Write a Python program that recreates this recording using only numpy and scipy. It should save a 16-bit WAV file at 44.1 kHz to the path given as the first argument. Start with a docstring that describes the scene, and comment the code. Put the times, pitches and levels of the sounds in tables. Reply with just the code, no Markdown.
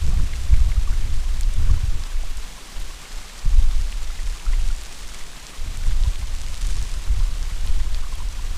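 """You hear gusts of wind rumbling and fluttering on an open mountain slope.
Each gust swells fast, holds and dies away as swirls of air (eddies) push on the microphone.
Behind it is the steady wash of running water, with small bubbles gurgling near by.
Dry grass hisses in the breeze and rustles up once; its stalks tick against each other,
and there are a few soft dry taps."""
import sys
import numpy as np
from scipy import signal
from scipy.fft import rfft, irfft, next_fast_len
from scipy.io import wavfile
from scipy.ndimage import uniform_filter1d

SR = 44100
rng = np.random.default_rng(int(sys.argv[2]) if len(sys.argv) > 2 else 0)


def store_wav(level_fs):
    """Save 16-bit WAV to argv[1]."""
    pcm = np.round(np.clip(np.atleast_2d(level_fs), -1, 1) * 32767)
    wavfile.write(sys.argv[1], SR, pcm.T.astype(np.int16))


N = 378283
TIME = np.arange(N) / SR

# how strongly the breeze stirs the grass: (time [s], stirring [dB])
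GRASS_STIRRING = [(0.0, -46), (2.2, -48.5), (3.1, -46.5), (5.15, -45), (5.35, -47.5), (6.2, -46.5),
                  (6.58, -45), (6.72, -42.5), (7.02, -46), (8.58, -48.5)]
CALM_GRASS_DB = -47  # the stirring in a light breeze


def amp(db):
    """Turns decibels into a number to multiply a sound by."""
    return 10 ** (np.asarray(db) / 20)


def unit_level(x):
    """Scales a signal so that its average level (rms) is one."""
    return x / np.sqrt(np.mean(x ** 2) + 1e-20)


def follow(curve):
    """Joins (time, value) points with straight lines, giving a value for every sample."""
    times, values = np.transpose(curve)
    return np.interp(TIME, times, values)


def colour(x, spectrum):
    """Shapes the bass and treble by (frequency, level) points; the result has a level of one."""
    size = next_fast_len(N)
    points_hz, points_db = np.transpose(spectrum)
    hz = np.fft.rfftfreq(size, 1 / SR)
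    gain = amp(np.interp(np.log(hz + 1), np.log(points_hz), points_db))
    return unit_level(irfft(rfft(x, size) * gain, size)[:N])


def wander(per_s):
    """A random curve of level one that heads for a new value per_s times a second."""
    return unit_level(np.interp(TIME * per_s, np.arange(N), rng.standard_normal(N)))


def add(mix, start_s, sound):
    """Adds a sound into the mix at the given time."""
    part = mix[max(round(start_s * SR), 0):][:len(sound)]
    part += sound[:len(part)]


def bubble(hz, rise_s, glide):
    """A bubble swells into its ring and dies; its pitch creeps up as it nears the surface."""
    age = np.arange(int(9 * rise_s * SR)) / (rise_s * SR)  # counted in rise times
    pitch = hz * (1 + glide * (age - 2))
    return age * np.exp(1 - age) * np.sin(2 * np.pi * np.cumsum(pitch) / SR)


def gurgle(centre_hz, octaves, peak_db, spread_db, rise_s, count):
    """Many small bubbles ring at random moments, their pitches spread around a centre."""
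    out = np.zeros(N)
    for when, pitch, faintness, length in rng.random((count, 4)):
        hz = centre_hz * 2 ** (octaves * (pitch - .5))
        gain = amp(peak_db - spread_db * np.sqrt(faintness))
        add(out, when * N / SR, gain * bubble(hz, rise_s * (.5 + length), glide=.01))
    return out


def water():
    """A far wash, a hollow gurgling around one pitch, scattered small bubbles and a few near ones."""
    # the tone of running water: (frequency [Hz], relative level [dB])
    wash_spectrum = [(40, -1.5), (150, 5.5), (300, 0.5), (480, -1), (750, -1), (1100, -.5), (1500, -1.5),
                     (2100, -1.5), (3400, -1.3), (5000, -3.5), (7600, -5), (10000, -11), (12500, -16),
                     (15500, -20.5)]
    # the nearest bubbles: (time [s], pitch [Hz], peak level [dB], rise time [s])
    near_bubbles = [(0.119, 1162, -41, .004), (0.131, 750, -37, 0.0028), (0.763, 1260, -40, .004),
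                    (0.873, 1141, -37, .004), (0.926, 1480, -35.2, 0.0018), (1.695, 1137, -34, .003),
                    (1.775, 1030, -42, .003), (2.015, 1090, -42, .004), (2.235, 707, -31, 0.00078),
                    (2.577, 1037, -40, .004), (2.906, 1096, -40, .003), (4.102, 1316, -33.5, .0013),
                    (4.465, 1320, -31.5, .0015), (4.529, 1023, -42, 0.0035), (4.702, 1407, -37.5, .003),
                    (5.867, 1060, -38, .002), (5.911, 1600, -34, .001), (6.054, 1000, -37.5, .004),
                    (8.04, 1130, -38, .002), (8.067, 1140, -37, .002), (8.123, 1033, -35.7, .002),
                    (8.203, 978, -34, .002), (8.219, 1030, -37, .003), (8.393, 980, -35.5, 0.0019)]
    wavering_noise = rng.standard_normal(N) * amp(0.91 * wander(per_s=90))
    out = amp(-42.0) * colour(wavering_noise, wash_spectrum)
    out += gurgle(centre_hz=1082, octaves=0.32, peak_db=-42.5, spread_db=9.5, rise_s=0.0031, count=170)
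    out += gurgle(centre_hz=1990, octaves=2.11, peak_db=-34, spread_db=12, rise_s=0.00079, count=420)
    for start_s, hz, db, rise_s in near_bubbles:
        add(out, start_s, amp(db) * bubble(hz, rise_s, glide=0.0096))
    return out


def grass(snaps_per_s=450, size_spread_db=5.0):
    """Stirred grass hisses and gives tiny snaps; the hiss levels off while the snaps keep growing."""
    # the tone of dry grass: (frequency [Hz], relative level [dB])
    straw_spectrum = [(500, -10), (2000, 3.5), (3500, 5), (6000, 5), (8000, 4), (10000, -1.5), (12500, -18),
                      (15500, -23)]
    stir_db = follow(GRASS_STIRRING) - CALM_GRASS_DB + 0.39 * wander(per_s=14)
    hiss_db = CALM_GRASS_DB - 11.0 + 3.0 * np.minimum(stir_db, 3)
    snaps_db = CALM_GRASS_DB - 6.0 + 3.0 * stir_db
    hiss = colour(rng.standard_normal(N), straw_spectrum)
    sizes = amp(size_spread_db * np.minimum(rng.exponential(1, N), 3.5)) * rng.choice([-1, 1], N)
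    snapping = rng.random(N) < snaps_per_s / SR
    snaps = colour(sizes * snapping, straw_spectrum)
    return hiss * amp(hiss_db) + snaps * amp(snaps_db)


def tick(hz, rise_cycles=0.46, tail_db=-16, tail_s=0.0014):
    """A stalk snaps in a swing or two, then shivers briefly."""
    t = np.arange(SR // 60) / SR
    age = t * hz / rise_cycles
    snap = age * np.exp(1 - age) * np.sin(2 * np.pi * hz * t)
    fading_noise = rng.standard_normal(len(t)) * np.exp(-t / tail_s)
    shiver = np.convolve(fading_noise, snap)[:len(t)] / np.linalg.norm(snap)
    return snap + amp(tail_db) * shiver


def stalks(far_db=-26, spread_db=5, centre_hz=5300, octaves=1.9, count=60):
    """Stalks knock together: sharp ticks close by, and faint ones that crowd when the grass stirs."""
    # the sharpest ticks: (time [s], pitch [Hz], level [dB])
    near_ticks = [(0.3362, 3090, -28), (1.41, 7720, -13), (1.4332, 4780, -22), (2.0374, 4710, -22),
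                  (2.3718, 7590, -22), (3.1203, 4800, -27), (5.468, 5630, -19.5), (5.773, 7750, -20.5),
                  (5.8771, 6300, -21.5), (6.0363, 4120, -20.5), (6.416, 6310, -19.5), (6.6692, 7460, -18),
                  (6.6986, 6280, -26), (6.7682, 4930, -20.5), (6.7865, 4780, -22), (6.8266, 7000, -17),
                  (7.4284, 5670, -21), (7.674, 3750, -20.5), (7.9464, 4000, -18)]
    out = np.zeros(N)
    for start_s, hz, db in near_ticks:
        add(out, start_s, amp(db) * tick(hz))
    stirring_so_far = np.cumsum(amp(2.5 * (follow(GRASS_STIRRING) - CALM_GRASS_DB)))
    for when, pitch, faintness in rng.random((count, 3)):
        start_s = np.interp(when, stirring_so_far / stirring_so_far[-1], TIME)
        hz = centre_hz * 2 ** (octaves * (pitch - .5))
        add(out, start_s, amp(far_db - spread_db * faintness) * tick(hz, tail_db=-11))
    return out


def taps(scuff_s=0.0038, ring_s=0.0013):
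    """Each tap is a brief scuff that sets off a ring, which dies almost at once."""
    # soft dry taps: (time [s], pitch [Hz], peak level [dB])
    dry_taps = [(0.196, 1290, -33.5), (0.335, 2050, -29), (0.540, 2000, -26.5), (0.716, 2130, -31),
                (3.053, 2184, -32.5), (4.19, 1867, -32), (4.532, 2110, -27), (5.209, 2065, -35)]
    out = np.zeros(N)
    t = np.arange(SR // 25) / SR
    for start_s, hz, db in dry_taps:
        scuff = rng.standard_normal(len(t)) * np.exp(-t / scuff_s)
        ring = np.exp(-t / ring_s) * np.sin(2 * np.pi * hz * t)
        tap = np.convolve(scuff, ring)[:len(t)]
        add(out, start_s, amp(db) * tap / abs(tap).max())
    return out


def thumps():
    """A single eddy passes the microphone: a pull between two smaller pushes."""
    # single strong eddies: (time [s], centre frequency [Hz], peak level [dB])
    strong_eddies = [(0.535, 55.6, -6), (0.615, 42, -6), (0.78, 44, -7.5), (1.738, 52, -8),
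                     (1.84, 68, -11.5), (3.46, 91, -17), (3.589, 42, -7), (6.077, 59.6, -10.5)]
    out = np.zeros(N)
    for middle_s, hz, db in strong_eddies:
        away = (np.pi * hz * (TIME - middle_s)) ** 2
        out += amp(db) * (2 * away - 1) * np.exp(-np.minimum(away, 50))
    return out


def eddies(spectrum, steady_s):
    """Swirling air makes random pressure swings, kept even in strength over spans beyond steady_s."""
    pressure = colour(rng.standard_normal(N), spectrum)
    span = max(int(steady_s * SR), 1)
    power = uniform_filter1d(uniform_filter1d(pressure ** 2, span), span)
    return unit_level(pressure / np.sqrt(abs(power) + 1e-6))


def gusting(starts_s, holds_s, levels_db, breeze_db, fade_s, rise_s=0.033, creep_db_per_s=0.5):
    """The wind's strength: over a light breeze, each gust swells, creeps up as it holds, then fades."""
    power = np.full(N, amp(breeze_db) ** 2)
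    for start_s, hold_s, db in zip(starts_s, holds_s, levels_db):
        age = np.maximum(TIME - start_s, 0)
        swell = np.minimum(age / rise_s, 1)
        fade = np.exp(-np.maximum(age - hold_s, 0) / fade_s)
        power += (swell * fade * amp(db + creep_db_per_s * age)) ** 2
    return np.sqrt(power)


def wind():
    """Large eddies rock the microphone with a rumble; small ones flutter in bursts and die first."""
    # gusts of wind: (start [s], time until fading [s], rumble level [dB], flutter level [dB])
    gusts = [(0.0, .24, -15.5, -21), (0.3, .17, -25, -27), (0.474, 0.2, -11.5, -22.5),
             (0.738, 0.43, -14.5, -28.5), (1.235, 0.27, -16.5, -32), (1.543, 0.23, -13.5, -22.5),
             (1.852, 0.13, -17, -30), (2.098, 0.3, -22.5, -45), (2.738, .08, -23, -42),
             (3.116, 0.047, -26, -59), (3.427, 0.23, -13.5, -31.5), (3.712, 0.11, -15, -32),
             (3.917, 0.17, -23, -50), (4.137, 0.16, -21, -45), (4.432, 0.27, -16.5, -33.5),
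             (4.862, 0.42, -29, -57), (5.567, 0.28, -25, -33.5), (5.832, 0.24, -15.5, -30),
             (6.17, 0.37, -23.5, -34), (6.595, 0.23, -20, -30), (6.906, 0.072, -19.5, -35),
             (7.042, 0.17, -15.5, -28.5), (7.256, 0.52, -22, -34), (7.607, 0.4, -17, -35.5),
             (8.076, .48, -22.5, -37)]
    # the tone of large, slow eddies: (frequency [Hz], relative level [dB])
    rumble_spectrum = [(4, -3), (10, 4), (20, 1), (30, 4), (42, -6.5), (55, -9), (75, -27.5), (130, -50),
                       (300, -86)]
    # the tone of small, fast eddies: (frequency [Hz], relative level [dB])
    flutter_spectrum = [(25, -7), (48, 1), (65, 5), (110, -8.5), (160, -18.5), (250, -28.5), (450, -38.5),
                        (1000, -54), (3000, -88)]
    starts_s, holds_s, rumble_db, flutter_db = np.transpose(gusts)
    rumble = eddies(rumble_spectrum, steady_s=0.056)
    rumble *= gusting(starts_s, holds_s, rumble_db, breeze_db=-38, fade_s=.07)
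    bursts = unit_level(amp(2.0 * wander(per_s=45)))
    flutter = eddies(flutter_spectrum, steady_s=0.037)
    flutter *= gusting(starts_s, holds_s, flutter_db, breeze_db=-56, fade_s=.04)
    wobble = unit_level(amp(1.7 * wander(per_s=18)))
    return rumble * wobble + flutter * bursts


def scene():
    """Everything meets at one microphone, in open air with no echo."""
    return (wind() + thumps() + water() + grass() + stalks() + taps())[None]


def record(dry, cutoff_hz=15400):
    """The recorder cuts off the very highest treble."""
    low_pass = signal.firwin(511, cutoff_hz, window=("kaiser", 9), fs=SR)
    return signal.oaconvolve(dry, low_pass[None], "same")


dry = scene()
out = record(dry)
store_wav(out)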